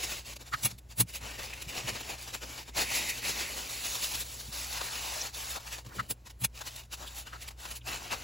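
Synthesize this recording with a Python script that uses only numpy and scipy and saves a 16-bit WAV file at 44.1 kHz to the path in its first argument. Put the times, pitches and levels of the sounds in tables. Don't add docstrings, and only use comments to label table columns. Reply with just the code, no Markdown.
import sys
import numpy as np
from scipy import signal
from scipy.fft import rfft, irfft, next_fast_len
from scipy.io import wavfile
from scipy.ndimage import uniform_filter1d, map_coordinates

SR = 44100
rng = np.random.default_rng(int(sys.argv[2]) if len(sys.argv) > 2 else 0)


def unload_wav(signal):
    wavfile.write(
        sys.argv[1],
        SR,
        np.round(np.clip(np.atleast_2d(signal).T, -1, 1) * 32767).astype(np.int16),
    )


N = 362943
TIME = np.arange(N) / SR


def amp(db):
    return 10 ** (np.asarray(db) / 20)


def unit(x):
    return x / np.sqrt(np.mean(x ** 2) + 1e-20)


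def along(points, hz):
    f, value = np.transpose(points)
    return np.interp(np.log(hz + 1), np.log(f + 1), value)


def wobble(knots_per_s):
    knots = rng.standard_normal(int(N * knots_per_s / SR) + 4)
    return map_coordinates(knots, [TIME * knots_per_s])


def filtered(x, response):
    size = next_fast_len(N + 8192)
    return irfft(rfft(x, size) * response(np.fft.rfftfreq(size, 1 / SR)), size)[..., :N]


def coloured(x, spectrum):
    return unit(filtered(x, lambda hz: amp(along(spectrum, hz))))


def resonant(x, modes):
    def response(f):
        return sum((-1) ** k * amp(db) * 1j * f * width / (centre * centre - f * f + 1j * f * width)
                   for k, (centre, width, db) in enumerate(modes))
    return unit(filtered(x, response))


def swells(rows, exponent, tail=1):
    power = np.zeros(N)
    for t, half, db in rows:
        near = slice(max(int((t - .15) * SR), 0), int((t + .15) * SR))
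        age = (TIME[near] - t) / half
        power[near] += (amp(db) * np.exp(-np.maximum(age / tail, -age * tail) ** exponent)) ** 2
    return np.sqrt(power)


# start/s, end/s, level/dB, tension/dB, body/dB, weight/dB
FINGER_STROKES = [(0, 0.19, -42.5, 0, -8.5, -1.5), (0.261, 0.326, -48.5, 0.5, -9, 2),
                  (0.529, 0.713, -51, 4, -3.5, -2), (1.215, 1.655, -50, -2, -4.5, -0.5),
                  (1.69, 2.141, -46, -3.5, -6.5, 2.5), (2.185, 2.376, -50.5, 0, -7.5, -1.5),
                  (2.42, 2.622, -48, -0.5, -4.5, 0), (2.768, 3.188, -41, 2, -7.5, -0.5),
                  (3.232, 3.676, -43.5, 1, -7, 1), (3.697, 4.224, -41, 4, -7.5, -4),
                  (4.257, 4.5, -48.5, 4.5, -8, 1), (4.528, 4.742, -42.5, 4, -7.5, -5),
                  (4.747, 5.266, -40.5, 1, -4.5, -9.5), (5.346, 5.564, -44, 3, -5.5, -9),
                  (5.608, 5.798, -52.5, 0.5, -3, -13), (5.856, 6.065, -61, 0.5, -1.5, 5),
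                  (6.557, 6.811, -51.5, 1, -5, -12), (6.975, 7.222, -54.5, 3.5, -4, -4),
                  (7.26, 7.51, -57.5, -1.5, -2.5, -9), (7.591, 7.745, -51.5, 1.5, -1.5, -10),
                  (7.885, 8.218, -47.5, -2.5, -2, -3.5)]
RESTING_DB = -76


def rubbing(attack_s=0.012, release_s=0.022):
    power = np.zeros(N)
    for start, end, db, *_ in FINGER_STROKES:
        rise = np.minimum((TIME - start) / attack_s, 0)
        fall = np.maximum((TIME - end) / release_s, 0)
        power += (amp(db) * np.exp(rise - fall)) ** 2
    return np.sqrt(power + amp(RESTING_DB) ** 2)


def grip():
    corners = sorted((t, *hold) for start, end, _, *hold in FINGER_STROKES for t in (start, end))
    times, *columns = np.transpose(corners)
    return [np.interp(TIME, times, column) for column in columns]


def buckling(rub, per_second=14, half_s=0.0065, growth=0.36):
    when, length, strength = rng.random((int(per_second * N / SR), 3)).T
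    levels_db = -50 + 4.5 * (2 * strength - 1)
    folds = swells(zip(when * N / SR, half_s * (.5 + length), levels_db), exponent=1.8, tail=1.4)
    moving = np.maximum(rub - amp(RESTING_DB), 0)
    return folds * unit(moving) ** growth


def creases(per_second, spread_db, samples=160):
    when, pitch, strength, phase = rng.random((int(per_second * N / SR), 4)).T
    hz = 100 + 15800 * pitch
    age = np.arange(samples) / SR
    gain = amp(-spread_db * np.log(np.maximum(strength, .02)))
    tones = np.sin(2 * np.pi * (hz[:, None] * age + phase[:, None]))
    packets = gain[:, None] * tones * np.hanning(samples)
    positions = (when * N).astype(int)[:, None] + np.arange(samples)
    return unit(np.bincount(positions.ravel(), packets.ravel(), N)[:N])


def patchy(x, depth_db):
    spectra = signal.stft(x, nperseg=1024)[2]
    field = uniform_filter1d(rng.standard_normal(spectra.shape), size=5, axis=0)
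    field = uniform_filter1d(field, size=6, axis=1)
    return unit(signal.istft(spectra * amp(depth_db * unit(field)), nperseg=1024)[1][:N])


def rustle():
    fibres = creases(per_second=3000, spread_db=1) + amp(5.5) * rng.standard_normal(N)
    return patchy(fibres, depth_db=2.0)


def spread(x, side_db, left_db):
    side = amp(side_db) * patchy(rng.standard_normal(N), depth_db=-1.0)
    return np.array([x + side, x - side]) * amp([[left_db], [-left_db]])


# t/s, half length/s, level/dB, softness/dB
PAPER_FOLDS = [(0.04, 0.015, -34.5, -5), (0.12, 0.022, -37.5, 0.5), (0.366, 0.0072, -44, 0.5),
               (0.416, 0.018, -49.5, 4), (0.477, 0.025, -52, 3), (.638, .009, -36.5, -9),
               (.712, 0.0072, -50, -7), (0.788, 0.0074, -54.5, -14), (0.917, 0.018, -51, -2),
               (0.99, 0.0056, -42, -10), (1.098, 0.02, -48.5, -9), (1.157, 0.022, -40, -10.5),
               (1.26, 0.04, -45, 2), (1.313, .015, -45.5, 2), (1.397, 0.016, -41, 4),
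               (1.439, 0.03, -42, -2), (1.538, 0.0041, -42, -5), (1.623, 0.0086, -41, -11),
               (1.696, .0175, -42.5, -10), (1.783, .035, -38.5, 2), (1.89, 0.015, -32, 1.5),
               (1.961, 0.016, -42, 4.5), (2.011, .01, -40, -1), (2.104, 0.014, -38.5, 0),
               (2.229, .016, -49.5, -16), (2.285, 0.015, -44, 5), (2.347, 0.013, -35.5, 4.5),
               (2.435, 0.015, -44, 4), (2.586, 0.013, -44.5, 2), (2.689, 0.015, -48.5, 5),
               (2.784, 0.023, -31, 3.5), (2.815, 0.021, -31, 1.5), (2.919, 0.0058, -35.5, 5.5),
               (2.961, 0.036, -32, -3), (3.1, .0145, -34, -5), (3.255, 0.02, -37.5, -3),
               (3.293, 0.033, -33.5, -0.5), (3.409, 0.041, -36.5, 1), (3.58, 0.013, -42, -4),
               (3.857, .0215, -38, -1), (3.956, 0.0096, -37.5, 2), (4.041, 0.021, -35, -4),
               (4.152, 0.0074, -36, 0), (4.208, 0.016, -39, -12), (4.404, 0.011, -44.5, -3),
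               (4.776, 0.016, -39.5, -0.5), (4.815, 0.0062, -37, 9.5), (4.927, 0.015, -43, 1),
               (5.512, 0.013, -42.5, -13), (5.565, 0.016, -40, 8.5), (5.673, 0.013, -43.5, -1),
               (5.734, .025, -40, -0.5), (5.786, 0.0087, -46.5, 6.5), (5.867, .006, -52, 1.5),
               (5.967, 0.029, -48, -5), (6.271, 0.014, -50.5, -1.5), (6.306, 0.01, -50.5, -4),
               (6.616, 0.0079, -40, 6), (6.674, 0.016, -40, 1.5), (6.764, 0.0053, -44, -10),
               (6.936, 0.016, -40, -1), (7.025, 0.033, -48.5, 8), (7.076, 0.013, -49, -7),
               (7.185, 0.034, -43.5, -6), (7.274, 0.012, -47.5, 4), (7.347, 0.016, -53, 10),
               (7.426, 0.018, -46, -11), (7.485, 0.009, -41.5, -8), (7.657, 0.0093, -44, 4),
               (7.715, 0.012, -41.5, -5), (7.766, 0.015, -45, -15), (7.881, 0.019, -39, -0.5),
               (7.935, 0.05, -40.5, -0.5), (8.128, 0.019, -34.5, 3)]
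# f/Hz, level/dB
DEEP_SPECTRUM = [(40, -3.5), (130, -4.5), (250, 2), (430, 0), (600, 0), (1000, -52)]
BODY_SPECTRUM = [(250, -39), (430, -17), (560, -4), (850, 1.5), (1150, 1), (1600, -0.5), (1850, -6),
                 (3000, -60)]
SLACK_SPECTRUM = [(900, -7), (1500, -17), (1850, -2.5), (2200, 2), (2650, 5.5), (3000, 4), (3300, -10.5),
                  (4500, -57.5)]
TAUT_SPECTRUM = [(2400, -54), (3200, -5), (3550, 1.5), (4300, 2), (5000, 0.5), (7200, -0.5), (7900, -9),
                 (10000, -50)]
TREBLE_SPECTRUM = [(5500, -79), (7100, -12.5), (7700, -4.5), (9000, 4.5), (11000, -.5), (13000, -1),
                   (15800, -3)]


def paper(uneven_db=1.5, treble_per_tension=0.66, treble_per_softness=-0.37):
    tension, body, weight = grip()
    rub, snap = rubbing(), snaps()
    handling = np.hypot(rub * amp(uneven_db * wobble(22)), buckling(rub))
    t, half, peak, softness = np.transpose(PAPER_FOLDS)

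    def force(fold_db):
        return np.hypot(handling, swells(zip(t, half, peak + fold_db), exponent=1.56, tail=1.04))

    low_force = np.hypot(amp(body) * force(softness), amp(-14) * snap)
    crisp_force = np.hypot(force(0), amp(-9) * snap)
    treble_gain = amp(-3.5 + treble_per_tension * tension)
    treble_force = np.hypot(treble_gain * force(treble_per_softness * softness), snap)
    grain = rustle()
    low = amp(weight - 6) * coloured(spread(rustle(), side_db=-12.5, left_db=2.5), DEEP_SPECTRUM)
    low += amp(-2.5) * coloured(spread(grain, side_db=-1.5, left_db=3.0), BODY_SPECTRUM)
    taut_ratio = amp(tension + 3)
    slack = coloured(spread(grain, side_db=-60, left_db=0.13), SLACK_SPECTRUM)
    crisp = (slack + taut_ratio * coloured(grain, TAUT_SPECTRUM)) / np.hypot(1, taut_ratio)
    treble = amp(1) * coloured(grain, TREBLE_SPECTRUM)
    return low_force * low + crisp_force * crisp + treble_force * treble


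# f/Hz, level/dB, wavering/dB
HUM_PARTIALS = [(59.2, -53.5, 1.5), (119.2, -60, 1.8)]
# f/Hz, level/dB
RUMBLE_SPECTRUM = [(20, -38), (35, -15.5), (55, -0.5), (75, -5.5), (110, -12), (170, -20.5), (300, -23),
                   (1000, -31.5), (4000, -45), (15000, -47)]


def room(rumble_db=-56.5):
    hum = np.zeros(N)
    for hz, db, waver_db in HUM_PARTIALS:
        throb = amp(waver_db * wobble(6.5))
        hum += amp(db) * unit(throb * np.sin(2 * np.pi * hz * TIME + 0.22 * wobble(5.1)))
    return hum + amp(rumble_db) * coloured(rng.standard_normal(N), RUMBLE_SPECTRUM)


# t/s, half length/s, level/dB
HARD_KNOCKS = [(.541, 0.01, -24.5), (6.0, 0.0097, -28), (7.335, 0.0063, -38), (7.363, 0.0082, -45)]
# f/Hz, bandwidth/Hz, level/dB
KNOCK_MODES = [(1285, 196, 2), (1940, 280, -3), (2800, 300, -12), (4200, 810, -13.5), (7500, 9600, -26)]


def knocks(left_db=1.0, ring_db=-1):
    centre = resonant(rng.standard_normal(N), KNOCK_MODES)
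    lowest = KNOCK_MODES[:1]
    ring = amp(ring_db) * resonant(resonant(rng.standard_normal((2, N)), lowest), lowest)
    return swells(HARD_KNOCKS, exponent=1.7) * unit(centre + ring * amp([[left_db], [-left_db]]))


# t/s, half length/s, level/dB
FINGERTIP_THUDS = [(0.547, 0.0075, -40), (0.658, 0.017, -34), (0.729, 0.0266, -47.5), (1.016, 0.0223, -28),
                   (1.237, 0.016, -45.5), (1.675, 0.0071, -43.5), (1.853, 0.013, -39),
                   (1.931, 0.0157, -42.5), (2.786, 0.0166, -48), (3.29, 0.017, -48), (4.49, 0.01, -44),
                   (5.877, 0.0136, -45.5), (6, 0.028, -40), (6.122, 0.0094, -45.5), (6.439, 0.02, -34.5),
                   (8.129, 0.025, -54.5)]
# f/Hz, level/dB
TABLETOP_MODES = [(92, -10), (120, 3.5), (155, -8.5), (186, -4), (235, -14), (285, -16.5)]


def thuds(detune=0.064):
    out = np.zeros(N)
    for t, half, db in FINGERTIP_THUDS:
        near = slice(int((t - .1) * SR), int((t + .1) * SR))
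        age = TIME[near] - t
        ring = np.zeros_like(age)
        for hz, mode_db in TABLETOP_MODES:
            loaded_hz = hz * (1 + detune * rng.normal())
            ring += amp(mode_db) * np.sin(2 * np.pi * (loaded_hz * age + rng.random()))
        out[near] += unit(ring) * swells([(t, half, db)], exponent=1.63)[near]
    return out


# t/s, half length/s, scuff lead/s, snap level/dB, ring level/dB
NAIL_STRIKES = [(0.658, 0.011, 0.016, -24, -26), (1.008, 0.01, 0.019, -19.5, -31.5),
                (6.111, .01, 0.0036, -28.5, -46), (6.448, 0.0072, 0.026, -23.5, -23.5)]


def snaps(scuff_half_s=0.013, scuff_db=-15):
    scuffs = [(t - lead, scuff_half_s, db + scuff_db) for t, _, lead, db, _ in NAIL_STRIKES]
    strikes = [(t, half, db) for t, half, _, db, _ in NAIL_STRIKES]
    return swells(scuffs + strikes, exponent=1.3)


# f/Hz, bandwidth/Hz, level/dB
NAIL_MODES = [(927, 64, -6), (1824, 39, -8), (2320, 170, 1.5), (2835, 50, 1), (3400, 69, 2),
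              (4220, 140, -4), (5100, 78, -10), (6420, 89, 1), (7150, 120, -20), (10000, 950, 1)]


def nail_taps():
    envelope = swells([(t, half, db) for t, half, *_, db in NAIL_STRIKES], exponent=1.12)
    return envelope * resonant(rng.standard_normal(N), NAIL_MODES)


# t/s, half length/s, level/dB, f/Hz
PAPER_SQUEAKS = [(1.535, 0.01, -40, 2520), (5.217, 0.011, -34.5, 5950), (5.925, 0.023, -50.5, 1330),
                 (7.078, 0.0098, -44, 3500), (7.818, 0.0061, -54, 3120)]


def squeaks(width_hz=700):
    out = np.zeros(N)
    samples = SR // 4
    hz = np.fft.rfftfreq(samples, 1 / SR)
    for t, half, db, centre_hz in PAPER_SQUEAKS:
        band = np.exp(-((hz - centre_hz) / width_hz) ** 2)
        slip = unit(irfft(rfft(rng.standard_normal(samples)) * band))
        start = int(t * SR) - len(slip) // 2
        near = slice(start, start + len(slip))
        out[near] += slip * swells([(t, half, db)], exponent=1.5)[near]
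    return out


# t/s, half length/s, level/dB
PARCEL_SHOVES = [(2.8, 0.034, -40), (2.955, 0.097, -37.5), (3.105, 0.035, -38), (3.255, .03, -38),
                 (3.42, 0.11, -42.5), (3.75, 0.085, -49.5)]
# f/Hz, bandwidth/Hz, level/dB
PARCEL_MODES = [(1910, 430, -1.2), (2610, 600, -0.93)]


def parcel_slide():
    scrape = resonant(resonant(rng.standard_normal(N), PARCEL_MODES), PARCEL_MODES)
    return swells(PARCEL_SHOVES, exponent=1.35) * scrape


def scene():
    return paper() + nail_taps() + squeaks() + knocks() + parcel_slide() + thuds() + room()


# f/Hz, lag/half cycles
CHANNEL_LAG = [(60, 0), (300, -.16), (750, -.22), (1050, -.5), (1300, -.6), (1550, -.3), (1800, -.1),
               (2600, 0), (7500, 0), (8750, 1), (9450, 1), (10900, 2), (11400, 2), (12850, 3), (13600, 3),
               (14950, 4)]


def record(dry, top_hz=16050, edge_hz=300):
    def response(hz):
        phase = np.pi / 2 * np.array([[-1], [1]]) * along(CHANNEL_LAG, hz)
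        return np.exp(1j * phase) * np.clip((top_hz - hz) / edge_hz, 0, 1)
    return filtered(dry, response)


dry = scene()
out = record(dry)
unload_wav(out)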